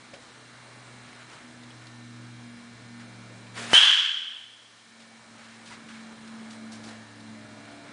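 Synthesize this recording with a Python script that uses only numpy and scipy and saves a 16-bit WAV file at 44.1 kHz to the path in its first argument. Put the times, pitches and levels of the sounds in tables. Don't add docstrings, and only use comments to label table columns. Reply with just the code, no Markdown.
import sys
import numpy as np
from scipy import signal
from scipy.fft import rfft, irfft, next_fast_len
from scipy.io import wavfile
from scipy.ndimage import uniform_filter1d, map_coordinates

SR = 44100
rng = np.random.default_rng(int(sys.argv[2]) if len(sys.argv) > 2 else 0)


def gain_from_db(level_db):
    decades = np.asarray(level_db, float) / 20
    return 10 ** decades


def materialize(psi):
    bounded = np.clip(np.atleast_2d(psi).T, -1, 1)
    quanta = np.round(bounded * 32767).astype(np.int16)
    wavfile.write(sys.argv[1], SR, quanta)


N = 349272
TIME = np.arange(N) / SR
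BLOW_S = 3.7332

# [t/s, level/dB]
AIRCRAFT_LEVEL = [(0, -59), (.7, -54.5), (1.1, -51.5), (2.1, -47), (2.6, -44), (3.65, -46.5), (5.1, -48.5),
                  (6.4, -42.5), (7.3, -43.5), (7.92, -56)]


def unit(x):
    return x / np.sqrt(np.mean(x ** 2) + 1e-20)


def along(points, hz):
    f, v = np.transpose(points)
    return np.interp(np.log(hz + 1), np.log(f + 1), v)


def curve(rows, outside=None):
    s, db = np.transpose(np.vstack(rows))
    return np.interp(TIME, s, db, outside, outside)


def wobble(rate, size=N):
    knots = rng.standard_normal(int(size * rate / SR) + 4)
    return map_coordinates(knots, [np.arange(size) * rate / SR])


def filtered(x, gain):
    m = next_fast_len(len(x) + 8192)
    return irfft(rfft(x, m) * gain(np.fft.rfftfreq(m, 1 / SR)), m)[:len(x)]


def noise(spectrum, size):
    return unit(filtered(rng.standard_normal(size), lambda hz: gain_from_db(along(spectrum, hz))))


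def add_at(out, s, sound):
    out[round(s * SR):][:len(sound)] += sound


def duck(depth_db, attack_s, hold_s, release_s):
    since = np.clip(TIME - BLOW_S, 0, None)
    recovery = np.exp(-np.clip(since - hold_s, 0, None) / release_s)
    return -depth_db * (1 - np.exp(-since / attack_s)) * recovery


def creep(rest_db, db_per_s):
    return rest_db + db_per_s * np.where(TIME < BLOW_S, TIME, TIME - BLOW_S)


def preamp_hiss():
    # [f/Hz, level/dB]
    hiss_colour = [(20, -18), (100, -23), (1000, 2.5), (5000, 3.5), (10100, -4.5), (13000, -26)]
    return gain_from_db(-58.0) * noise(hiss_colour, N)


def rumble():
    near_db = curve(AIRCRAFT_LEVEL)
    level_db = -73 + 0.3 * (near_db - near_db.mean())
    level_db += duck(14, .05, 1.22, 1.24) + 1.5 * wobble(8.5)
    return gain_from_db(level_db) * noise([(15, -26.0), (30, -5), (65, 5), (90, 11), (130, -36.5), (300, -84)], N)


def plane():
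    multiples = [1, 2, 1.61, 2.63]
    tone_db = [0.5, 1, -5.5, -10]
    # [t/s, depth/dB (negative for a swell), half-width/s]
    cancellations = [
        [(.15, 6.5, 0.24), (1.42, 11.5, 0.19), (2.63, 16.5, 0.085), (3.0, 4.5, .3), (4.9, 15, 0.51),
         (5.6, 5.5, 0.41), (6.25, 21, 0.4), (7.5, 6.5, 0.99)],
        [(.7, 11.5, 0.29), (1.33, 28, .06), (1.82, 26, 0.047), (2.33, 10.5, 0.061), (2.79, 14, 0.074),
         (3.13, 8.5, .05), (3.3, 11.5, 0.067), (3.49, 12, 0.059), (5.25, 13.5, 0.033), (5.5, 8.5, 0.35),
         (5.86, 3, 0.046), (6.17, 8, 0.043), (6.55, 2, .05), (7.09, 13, 0.093), (7.85, 11, 0.2)],
        [(.4, 20, 0.36), (1.6, 16, 0.95), (2.75, 5, .2), (5.5, 9, 0.25), (6.9, 21, 0.98)],
        [(.8, 22.5, 0.25), (2.7, 14.5, 0.15), (3.35, 17.5, 0.1), (5.5, 13.5, 0.53), (6.3, 5, 0.26),
         (7.0, 12, 0.05), (7.9, -13, 0.29)],
    ]
    # [depth/dB, attack/s, hold/s, release/s]
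    tone_ducks = [(36, .03, 0.38, 0.41), (25, .02, 1.04, 0.17), (30, .03, 0.65, 0.66),
                  (24, .04, 0.42, 0.86)]
    # [multiple of blade rate, level/dB]
    late_whine = [(5.58, -67.5), (6.22, -64), (3.6, -78), (2.44, -73)]
    blade_hz, doppler_hz, overhead_s, pass_s = 116, 8.5, 4.1, 4
    rate_hz = blade_hz - doppler_hz * np.tanh((TIME - overhead_s) / pass_s) + 0.38 * wobble(3)
    phase = 2 * np.pi * np.cumsum(rate_hz) / SR
    near_db = curve(AIRCRAFT_LEVEL)
    drone = np.zeros(N)
    for multiple, db, fades, ducked in zip(multiples, tone_db, cancellations, tone_ducks):
        level_db = near_db + db + duck(*ducked) + 2.5 + 1.04 * wobble(9.6)
        for s, depth_db, half_s in fades:
            level_db -= depth_db / (1 + ((TIME - s) / half_s) ** 2)
        drone += gain_from_db(level_db) * np.sin(multiple * phase)
    passed = np.clip((TIME - 6.2) / .5, 0, 1)
    for multiple, db in late_whine:
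        drone += passed * gain_from_db(db + 4.5 + 3.2 * wobble(5.5)) * np.sin(multiple * phase)
    return drone


def air():
    # [f/Hz, level/dB]
    air_colour = [(50, -37.5), (85, -28.5), (124, -11.5), (175, -16), (236, -10), (381, -16), (1240, -16),
                  (2210, -20), (2540, -26), (4110, -25.5), (4820, -34), (9510, -31.5), (10100, -49),
                  (13100, -62), (22000, -120)]
    # [t/s, level/dB]
    slow_swell = [(0, -1), (1, 0.5), (2, -3), (3, -3.5), (5, -0.5), (6, 1), (7, -2.5), (7.92, -1)]
    z = signal.stft(noise(air_colour, N), nperseg=512)[2]
    field = uniform_filter1d(uniform_filter1d(rng.standard_normal(z.shape), 7, 0), 16, 1)
    patchy = signal.istft(z * gain_from_db(1.5 * unit(field)), nperseg=512)[1][:N]
    level_db = -52.5 + curve(slow_swell) + 0.68 * wobble(2.454) + 0.2 * wobble(11.0)
    return gain_from_db(level_db) * unit(patchy)


def lamps():
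    # [f/Hz, level/dB]
    buzz_tones = [(721.4, -76.5), (1319, -72.5), (1443, -68), (1561, -70), (1680, -68), (1798, -65.5),
                  (2040, -70.5), (2159, -69.5), (2283, -66), (2401, -71), (2762, -72.5), (3122, -80),
                  (3241, -77.5), (3359, -75.5), (3601, -87), (3720, -74), (3962, -70), (4081, -70.5),
                  (4199, -77), (4441, -78.5), (4560, -99), (5039, -81), (5163, -77)]
    buzz_hz = 120.03
    out = np.zeros(N)
    for hz, db in buzz_tones:
        exact_hz = round(hz / buzz_hz) * buzz_hz
        tone = np.sin(2 * np.pi * (exact_hz * TIME + rng.random()))
        out += gain_from_db(db + 2.5 + 2.0 * wobble(3.13)) * tone
    return out


def scuffs():
    # [t/s, level/dB, fade/s, centre f/Hz]
    scrapes = [(.141, -52.5, 0.084, 500), (.139, -48.5, 0.024, 2190), (5.658, -51, 0.081, 3500),
               (5.89, -50, 0.18, 1670), (6.504, -53.5, .07, 4500), (6.53, -54, 0.071, 885),
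               (6.722, -51, .075, 5040), (6.739, -57.5, .14, 1500), (6.838, -51, 0.12, 4470),
               (6.87, -55, .2, 1500), (6.7, -56.5, 0.56, 654)]
    # [t/s, level/dB, fade/s, centre f/Hz]
    brushes = [(.22, -62, .1, 4000), (1.05, -57, 0.12, 2000), (1.198, -53.5, 0.071, 1500),
               (1.315, -50, .14, 1290), (1.31, -59, .1, 4500), (3.0, -53.5, .06, 1500),
               (5.0, -54.5, 0.063, 3000), (5.401, -56, 0.34, 2230), (5.718, -48, .08, 1500),
               (5.71, -54, 0.072, 5000), (7.682, -55.5, .11, 1500), (7.85, -59, 0.15, 1000)]
    out, t = np.zeros(N + SR), np.arange(SR // 2) / SR
    rubs = [(.008, *row) for row in scrapes]
    rubs += [(.45 * row[2], *row) for row in brushes]
    for rise_s, s, db, fade_s, hz in rubs:
        falling = gain_from_db(-20 * np.clip(t - rise_s - 0.34 * fade_s, 0, 1) / fade_s)
        shape = np.where(t < rise_s, (t / rise_s) ** 2, falling)
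        puff = noise([(hz / 5, -22), (hz / 2, -5), (hz, 0), (hz * 2.27, -9), (hz * 8, -25)], len(t))
        grain_db = 1.5 * wobble(146, size=len(t)) + 0.74 * wobble(36.7, size=len(t))
        add_at(out, s - rise_s, gain_from_db(db + grain_db) * shape * puff)
    return out[:N]


def ticks_and_taps():
    # [t/s, peak level/dB, f/Hz]
    ticks = [(1.129, -48, 2300), (1.635, -47, 3500), (1.705, -44, 3100), (1.821, -47, 2000),
             (1.868, -43, 4200), (3.468, -47, 3500), (5.886, -45, 2500), (6.277, -46, 4200),
             (6.507, -43, 4500), (6.84, -42, 4500), (7.204, -48, 4000), (7.652, -47, 2500)]
    # [t/s, peak level/dB, f/Hz]
    taps = [
        (.135, -49, 555),
        (.136, -52, 340),
        (5.705, -44.5, 960),
        (5.72, -49, 2020),
        (6.86, -47, 347),
    ]
    out, t = np.zeros(N + SR), np.arange(SR // 2) / SR
    for s, db, hz in ticks:
        ping = noise([(hz / 3.7, -18), (hz, 0), (hz * 1.9, -18)], len(t))
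        add_at(out, s, gain_from_db(db - 3.0 - 60 * t / 0.048) * ping)
    spread = 1.14
    for s, db, hz in taps:
        knock = noise([(hz / spread, -20), (hz, 0), (hz * spread, -20), (hz * 4, -60)], len(t))
        add_at(out, s, gain_from_db(db - 60 * t / 0.1) * knock)
    return out[:N]


def swing():
    # [t/s, level/dB]
    swing_level = [(3.54, -55), (3.576, -38.5), (3.694, -40.5), (3.726, -34), (3.728, -35.5)]
    # [f/Hz, level/dB]
    swish_colour = [(120, -36), (200, -24), (232, -14), (264, -16), (652, -10), (920, -12), (1660, -6),
                    (10100, -21), (13100, -49), (22000, -120)]
    level_db = curve([*swing_level, (3.7305, -30), (BLOW_S, -24)], -120)
    return gain_from_db(level_db + 0.65 * wobble(120)) * noise(swish_colour, N)


def shed(x):
    # [f/Hz, t60/s]
    decay_times = [(200, 0.83), (600, 0.43), (1500, 1.09), (3200, 1.13), (6000, 0.96), (10000, 0.69)]
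    hz, t, z = signal.stft(rng.standard_normal(2 * SR), SR, nperseg=256)
    tail = signal.istft(z * gain_from_db(-60 * t / along(decay_times, hz)[:, None]), SR, nperseg=256)[1]
    tail *= np.clip(np.arange(len(tail)) / SR / 0.013, 0, 1)
    return signal.fftconvolve(x, tail / np.linalg.norm(tail))


def barrel_ring(t):
    # [f at contact/Hz, f after the swing/Hz, level/dB, t60/s]
    barrel_tones = [(2960, 3450, -7, 0.3), (1500, 2200, -26.5, 0.036)]
    bend = 1 - np.exp(-t / .035)
    ring = np.zeros(len(t))
    for low_hz, high_hz, db, t60_s in barrel_tones:
        phase = 2 * np.pi * np.cumsum(low_hz + (high_hz - low_hz) * bend) / SR
        ring += gain_from_db(db - 60 * t / t60_s) * np.sin(phase)
    return ring


def pressure_dip(t):
    width_s, rebound_s = .00028, .0009
    squeeze = -(t / width_s) ** 0.22
    rebound = 0.64 * width_s / rebound_s * np.exp(-(t - width_s) / rebound_s)
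    return uniform_filter1d(gain_from_db(0.5) * np.where(t < width_s, squeeze, rebound), size=3)


def bat():
    # [f/Hz, level/dB]
    crack_colour = [(150, -35.5), (400, -16.5), (1000, -6.5), (1350, -6.5), (1590, 2), (1850, -5),
                    (2400, -6), (2800, 1.5), (3600, -2), (4200, -8.5), (7000, -15.5), (10100, -21),
                    (13000, -47)]
    # [delay/s, level/dB]
    first_echoes = [
        (.0046, -2),
        (.0143, 3),
        (.0271, -5),
        (.0362, -4),
    ]
    t = np.arange(SR // 2) / SR
    ring = barrel_ring(t)
    dip = pressure_dip(t)
    ping = gain_from_db(-0.5) * ring * (1 - np.exp(-t / 0.003))
    snap = gain_from_db(7.0) * np.gradient(dip) + gain_from_db(1.5) * ping
    wash = filtered(shed(np.ones(1)), lambda hz: gain_from_db(34.0 + along(crack_colour, hz)))
    wash *= gain_from_db(0.77 * wobble(110, size=len(wash)))
    out = gain_from_db(7) * shed(ring)[:len(wash)] + wash
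    out[:len(t)] += dip + ping
    for s, db in first_echoes:
        out[:len(t)] += gain_from_db(db) * np.pad(snap, (round(s * SR), 0))[:len(t)]
    return np.pad(out, (round(BLOW_S * SR), N))[:N]


def gain_control(indoors):
    treble_db = creep(0.8, 0.23) + duck(7.2, 0.0034, 0.069, 0.12) + duck(6.46, 0.4, 1.05, 0.55)
    bass_db = creep(-2.5, 1.94) + duck(8.9, 0.009, 0.0097, .08) + duck(20, .07, 0.87, 0.57)
    bass = signal.sosfilt(signal.butter(1, 500, fs=SR, output="sos"), indoors)
    low_cut = indoors - (1 - gain_from_db(bass_db - treble_db)) * bass
    return gain_from_db(treble_db) * low_cut


def scene():
    indoors = air() + lamps() + scuffs() + ticks_and_taps() + swing() + bat()
    return (preamp_hiss() + rumble() + plane() + gain_control(indoors))[None]


def starved(x):
    share, low_hz = 0.034, 4500
    hz, _, z = signal.stft(x, SR, nperseg=256)
    empty = rng.random((z.shape[0] // 4 + 1, z.shape[1] // 3 + 1)) < share
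    empty = np.kron(empty, np.ones((4, 3)))[:z.shape[0], :z.shape[1]]
    empty = empty * (hz > low_hz)[:, None]
    return signal.istft(z * (1 - .95 * empty), SR, nperseg=256)[1][:N]


def roll_off(x):
    return signal.sosfilt(signal.butter(12, 11320, fs=SR, output="sos"), x)


def record(dry):
    top, knee = .72, 4
    soft = dry[0] / (1 + np.abs(dry[0] / top) ** knee) ** (1 / knee)
    mix = filtered(starved(soft), lambda hz: gain_from_db(-np.clip((hz - 10080) / 9, 0, 62)))
    return roll_off(mix[None])


dry = scene()
out = record(dry)
materialize(out)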